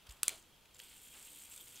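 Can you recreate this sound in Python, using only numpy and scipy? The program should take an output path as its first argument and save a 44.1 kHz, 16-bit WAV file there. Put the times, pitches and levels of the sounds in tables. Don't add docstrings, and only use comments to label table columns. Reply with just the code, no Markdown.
import sys
import numpy as np
from scipy import signal
from scipy.io import wavfile
from scipy.ndimage import uniform_filter1d

SR = 44100
rng = np.random.default_rng(int(sys.argv[2]) if len(sys.argv) > 2 else 0)


def natural_amplitude(level_db):
    exponent = np.asarray(level_db, float) / 20
    return 10 ** exponent


def digitize_waveform(pressure):
    field = np.atleast_2d(pressure).T
    bounded = np.clip(field, -1, 1)
    quanta = np.round(bounded * 32767).astype(np.int16)
    wavfile.write(sys.argv[1], SR, quanta)


N = 79380


def evened(x):
    return x / np.sqrt(np.mean(x ** 2) + 1e-20)


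def read(points, hz):
    point_hz, value = np.transpose(points)
    return np.interp(np.log(hz + 1), np.log(point_hz + 1), value)


def add(mix, start_s, sound):
    part = mix[int(round(start_s * SR)):][:len(sound)]
    part += sound[:len(part)]


def swell(u):
    return u * np.exp(1 - u)


def resonate(x, hz, width_hz):
    turn = np.exp(2j * np.pi * np.cumsum(hz * np.ones(len(x))) / SR)
    r = np.exp(-np.pi * width_hz / SR)
    return 2 * (turn * signal.lfilter([1 - r], [1, -r], x / turn)).real


def resonate_twice(x, hz, width_hz):
    return resonate(resonate(x, hz, width_hz), hz, width_hz)


def drift(rate_hz):
    span = max(int(SR / rate_hz), 1)
    return evened(uniform_filter1d(uniform_filter1d(rng.standard_normal(N), span), span))


def ball_taps():
    hits_per_s, spread_db = 1800, 2.6
    strength = natural_amplitude(spread_db * np.minimum(rng.exponential(1, N), 3))
    struck = rng.random(N) < hits_per_s / SR
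    return evened(strength * struck * rng.choice([-1, 1], N))


# start_s [s], level_db [dB], steel_db over plastic [dB]
SPIN_CURVE = [(0.03, -76, -17), (.11, -62, 0), (.16, -68, 2), (.228, -71, -10), (.236, -54.5, 7),
              (.3, -51.5, -5.5), (.38, -62.5, 0.5), (.46, -76.5, -9), (0.732, -76, -11), (.78, -65.5, -1),
              (.81, -58, 1.5), (1.05, -59, 4.5), (1.2, -57.5, 6), (1.44, -55.5, 7.5), (1.485, -58, 5),
              (1.55, -54, 6), (1.64, -58, 6), (1.8, -55, 1)]
# mode_hz [Hz], width_hz [Hz], level_db [dB]
HUB_MODES = [(2534, 750, 0), (3240, 610, 1), (4300, 870, -4), (1435, 180, -11.5), (302, 280, -12)]
# mode_hz [Hz], width_hz [Hz], level_db [dB]
RACE_MODES = [(6450, 1400, -14.5), (7540, 790, 0), (8530, 790, 0.5), (8770, 2100, -4), (10500, 1100, -9.5),
              (12660, 2500, 1.5), (13900, 1900, -12)]


def bearings():
    shared_part, roll_db, waver, patch_db, flutter_db = .48, -6, .012, .8, 2.1
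    parts = []
    for modes in (HUB_MODES, RACE_MODES):
        part, shared = 0, ball_taps()
        for mode_hz, width_hz, level_db in modes:
            drive = shared_part * shared + np.sqrt(1 - shared_part ** 2) * ball_taps()
            drive = drive + natural_amplitude(roll_db) * rng.standard_normal(N)
            pitch_hz = mode_hz * (1 + waver * drift(33))
            rung = resonate_twice(drive, pitch_hz, 1.95 * width_hz)
            part = part + natural_amplitude(level_db + patch_db * drift(37)) * evened(rung)
        parts.append(evened(part * natural_amplitude(flutter_db * drift(400))))
    hub, race = parts
    start_s, level_db, steel_db = np.transpose(SPIN_CURVE)
    t = np.arange(N) / SR
    steel = np.interp(t, start_s, steel_db)
    level = natural_amplitude(np.interp(t, start_s, level_db) - 4.5)
    return level * (hub * natural_amplitude(-steel / 2) + race * natural_amplitude(steel / 2))


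# start_s [s], mode_hz [Hz], width_hz [Hz], level_db [dB]
FIRST_CLACK = [(.2312, 1355, 296, -34), (.2312, 750, 250, -52), (.2318, 2700, 330, -31),
               (.2312, 3700, 540, -26), (.2314, 4650, 680, -26), (.2325, 6170, 410, -32),
               (.2312, 7040, 880, -27), (.2326, 7800, 370, -27.5), (.2324, 8480, 570, -24),
               (.2321, 9880, 580, -20.5), (.2319, 11000, 820, -21), (.2322, 13100, 650, -30),
               (.2320, 14300, 340, -36), (.2319, 16000, 980, -37)]
# start_s [s], mode_hz [Hz], width_hz [Hz], level_db [dB]
SECOND_CLACK = [(.2808, 420, 274, -44), (.2808, 1190, 250, -41), (.2808, 2300, 244, -32),
                (.2808, 3120, 340, -30.5), (.2814, 4140, 310, -30.5), (.2809, 4930, 610, -38.5),
                (.2808, 6400, 690, -24), (.2810, 7430, 720, -18), (.2820, 7960, 320, -31),
                (.2814, 9010, 480, -21.5), (.2813, 9700, 550, -17.5), (.28125, 10650, 950, -22.5),
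                (.2815, 13000, 660, -28.5), (.2813, 13000, 620, -47)]
# start_s [s], mode_hz [Hz], width_hz [Hz], level_db [dB]
TOUCHES_AND_KNOCKS = [(.2921, 2330, 260, -37), (.2926, 3500, 500, -39), (.2922, 6500, 900, -38),
                      (.2930, 8200, 300, -35), (.2921, 10000, 1200, -35), (.2923, 12800, 1000, -37),
                      (.7998, 2850, 450, -43), (.2853, 8200, 450, -37), (.2335, 2900, 500, -38),
                      (.2343, 8050, 350, -36), (.2922, 15000, 900, -44)]


def clack(modes, crack_db, low_hz):
    out, t = np.zeros(N), np.arange(900) / SR
    for start_s, mode_hz, width_hz, level_db in modes:
        ring = swell(np.pi * 1.53 * width_hz * t) * np.sin(2 * np.pi * mode_hz * t)
        crack = natural_amplitude(crack_db - 15) * np.diff(rng.standard_normal(901)) * np.exp(-t / 0.0025)
        add(out, start_s, natural_amplitude(level_db) * (ring + crack))
    return signal.sosfilt(signal.butter(3, low_hz, "high", fs=SR, output="sos"), out)


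def clacks():
    first = clack(FIRST_CLACK, crack_db=-2, low_hz=504)
    second = clack(SECOND_CLACK, crack_db=-8, low_hz=297)
    return first + second + clack(TOUCHES_AND_KNOCKS, crack_db=0, low_hz=900)


# start_s [s], peak_db [dB], ring_hz [Hz], length_ms [ms]
FINGER_TICKS = [(0.0673, -46, 3460, 4.2), (0.071, -47.5, 2900, 3.4), (0.0911, -42.5, 4740, 3.9),
                (0.096, -42.5, 7000, 2.5), (0.106, -43.5, 3080, 4.5), (0.1096, -40, 7550, 3.3),
                (0.121, -42.5, 7800, 3.1), (0.1356, -51, 2170, 2.7), (0.1661, -52, 2740, 5.2),
                (0.2542, -38, 7900, 1.9), (0.426, -51, 6450, 2), (0.5627, -55.5, 3230, 2.5),
                (0.6555, -50.5, 2670, 3.3), (0.6854, -69, 3210, 2.5), (0.7106, -55, 2930, 2.1),
                (0.7447, -46.5, 7140, 3.3), (0.7558, -46, 3260, 2.2), (0.7625, -49, 3510, 1.9),
                (0.766, -48, 7200, 3.1), (0.785, -46, 7700, 1.8), (0.792, -38, 7400, 1.7),
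                (0.796, -41, 2870, 1.6), (0.8, -35.5, 3240, 1.9), (0.8165, -47, 8400, 2.5),
                (.174, -56, 7000, 2)]
# start_s [s], peak_db [dB], ring_hz [Hz]
CAGE_RATTLE = [(0.2417, -36, 3230), (0.247, -50, 3830), (0.2512, -46, 3880), (0.2536, -42, 3450),
               (0.2569, -42, 3300), (0.2855, -42, 7950), (0.3024, -39, 2630), (0.3386, -46, 3140),
               (0.349, -47.0, 3400), (0.3537, -45.0, 7700), (0.3578, -46.0, 7750), (0.3748, -51.0, 3230),
               (0.3814, -47, 9000), (0.397, -45, 7880), (0.8455, -42, 8570), (0.914, -49, 3230),
               (0.9283, -47, 3190), (0.9619, -50, 3040), (0.9686, -41, 9860), (0.9779, -42.5, 6850),
               (1.017, -42.5, 12020), (1.0516, -44, 10160), (1.14, -41, 7360), (1.152, -41.5, 10400),
               (1.1871, -49, 8700), (1.1961, -39.5, 8910), (1.2139, -40, 8350), (1.2265, -40, 7300),
               (1.2514, -41, 8200), (1.2726, -37.5, 9000), (1.304, -39, 9100), (1.3316, -37, 8400),
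               (1.3401, -48, 7540), (1.3492, -38, 8200), (1.3816, -55, 8100), (1.388, -40.0, 12750),
               (1.4225, -40, 7600), (1.4369, -35, 7900), (1.4514, -41.0, 7750), (1.4562, -39.5, 8910),
               (1.4987, -37.5, 12750), (1.5137, -39, 8500), (1.5185, -40, 7240), (1.5346, -42.0, 7920),
               (1.5622, -33.5, 8480), (1.5773, -35, 8150), (1.6104, -39, 12300), (1.615, -41, 13050),
               (1.6386, -42, 8740), (1.678, -38.5, 6900), (1.6828, -41, 8530), (1.6906, -41, 7240),
               (1.7106, -42, 7280), (1.7236, -42, 8800), (1.7578, -35.5, 6930), (1.7648, -37, 6890),
               (1.7738, -40, 8480), (1.7966, -41.0, 3190)]


def ticks():
    out, t = np.zeros(N), np.arange(800) / SR
    rows = [(*row, 1530) for row in FINGER_TICKS]
    rows += [(s, db - 2, hz, 1.13, 0.76 * hz) for s, db, hz in CAGE_RATTLE]
    for start_s, peak_db, ring_hz, length_ms, low_hz in rows:
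        puff = rng.standard_normal(800) * swell(t / (abs(length_ms) / 2500 + 1e-4))
        broad = signal.lfilter(*signal.butter(2, [low_hz, 14600], "band", fs=SR), puff)
        sound = evened(resonate(puff, ring_hz, width_hz=820)) + natural_amplitude(-6.5) * evened(broad)
        add(out, start_s, natural_amplitude(peak_db - 3.5) * sound / abs(sound).max())
    return out


def bump():
    start_s, level_db, end_hz, rise_s, t60_s = .0885, -44, 48, .01, 0.11
    sag_hz, sag_s = 45.3, 0.0073
    out, t = np.zeros(N), np.arange(9000) / SR
    turns = end_hz * t + sag_hz * sag_s * (1 - np.exp(-t / sag_s))
    envelope = natural_amplitude(level_db - 60 * t / t60_s) * (1 - np.exp(-t / rise_s))
    add(out, start_s, envelope * 2 * np.sin(2 * np.pi * turns))
    return out


# start_s [s], level_db [dB], mode_hz [Hz],
# width_hz [Hz], length_s [s]
SCUFFS_AND_SURGES = [(0.3, -64, 371, 180, 0.029), (.288, -61, 630, 220, 0.038), (.29, -65.5, 1030, 1500, 0.056),
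                     (1.13, -63.5, 1600, 2900, 0.056), (1.3, -75, 285, 114, 0.11), (.04, -68.5, 1020, 1030, 0.13),
                     (1.75, -64, 4500, 4000, 0.03), (1.12, -63, 2980, 1500, 0.027),
                     (1.26, -62.5, 2950, 1600, 0.025), (1.6, -60, 3200, 500, .015),
                     (1.6, -66, 13500, 2000, 0.017), (1.505, -59.5, 7650, 450, .03), (1.61, -72, 327, 100, .02),
                     (.738, -67, 7450, 500, .02), (1.39, -62, 7900, 1200, .03), (1.1, -66.5, 7600, 1000, .025)]


def scuffs():
    out, t = np.zeros(N), np.arange(12000) / SR
    for start_s, level_db, mode_hz, width_hz, length_s in SCUFFS_AND_SURGES:
        envelope = swell(t / (abs(length_s) / 2 + 0.00038))
        rub = evened(resonate_twice(rng.standard_normal(12000), mode_hz, width_hz))
        add(out, start_s, natural_amplitude(level_db) * envelope * rub)
    return out


# band_hz [Hz], t60_s [s]
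ROOM_DECAY = [(300, 0.76), (1000, .35), (3000, 0.25), (8000, 0.43), (14000, 0.16)]
# band_hz [Hz], level_db [dB]
ROOM_TONE = [(500, 7.5), (1500, 2.5), (2300, -3), (3300, 8), (5500, -1.5), (8000, -9), (11000, -9),
             (15000, 0)]


def room(x):
    taps = np.zeros((2, SR // 2))
    slots = np.arange(120, SR // 2 - 20, 20)
    at = slots + rng.integers(0, 20, (2, len(slots)))
    np.put_along_axis(taps, at, rng.choice([-1., 1.], at.shape), 1)
    hz, t, z = signal.stft(taps, SR, nperseg=256)
    band_db = read(ROOM_TONE, hz)[:, None] - 60 * t / read(ROOM_DECAY, hz)[:, None]
    mid, side = signal.istft(z * natural_amplitude(band_db), SR, nperseg=256)[1]
    tail = np.array([mid + 0.0063 * side, mid - 0.0063 * side])
    return signal.fftconvolve(x[None], tail / np.linalg.norm(tail[0]), axes=1)[:, :N]


# band_hz [Hz], level_db [dB per Hz]
FLOOR_SPECTRUM = [(15, -15), (25, 1), (156, -8), (400, -12), (497, -15), (633, -14), (898, -13.5),
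                  (3180, -20), (15600, -24)]
# band_hz [Hz], likeness [0-1]
FLOOR_LIKENESS = [(60, 0.76), (180, 0.71), (550, 0.45), (1650, 0.66), (4970, 0.53), (15000, 0.13)]
# whine_hz [Hz], width_hz [Hz], level_db [dB]
APPLIANCE_WHINES = [(153.5, 9.1, -90.5), (497.8, 8.3, -84.5), (920, 4.7, -84.5), (3230, 8, -78.5),
                    (3000, 790, -76.5)]


def floor():
    frames, hz = N // 256 + 5, np.fft.rfftfreq(1024, 1 / SR)
    a, b, c, d = rng.standard_normal((frames, 513, 4)).T
    likeness = read(FLOOR_LIKENESS, hz)
    wide = np.sqrt(np.clip((1 - likeness) / (1 + likeness), 0, 1))[:, None]
    mid, side = a + 1j * b, wide * (c + 1j * d)
    z = np.array([mid + side, mid - side]) * natural_amplitude(read(FLOOR_SPECTRUM, hz)[:, None])
    out = natural_amplitude(-66.5) * evened(signal.istft(z, nperseg=1024, noverlap=768)[1][:, :N])
    for whine_hz, width_hz, level_db in APPLIANCE_WHINES:
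        out = out + natural_amplitude(level_db) * evened(resonate(rng.standard_normal(N), whine_hz, width_hz))
    return out


def scene():
    hits, spin = clacks() + ticks(), bearings()
    tail = natural_amplitude(-13) * room(hits + natural_amplitude(-3) * spin)
    return hits + spin + bump() + scuffs() + tail + floor()


def lowpass(x, edge_hz, size):
    taps = signal.firwin(size, edge_hz, window=("kaiser", 10), fs=SR)
    return signal.oaconvolve(x, taps[None], "same")


def low_pass(x):
    return signal.sosfilt(signal.butter(12, 16840, fs=SR, output="sos"), x)


def record(dry):
    low, full = lowpass(dry, 15760, size=801), lowpass(dry, 16150, size=141)
    loud = uniform_filter1d(dry[0] ** 2, 128) > natural_amplitude(2 * -36)
    opened = uniform_filter1d(uniform_filter1d(loud * 1., 200), 200)
    opened = np.minimum(opened * 2, 1)
    return low_pass(low + opened * (full - low))


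dry = scene()
out = record(dry)
digitize_waveform(out)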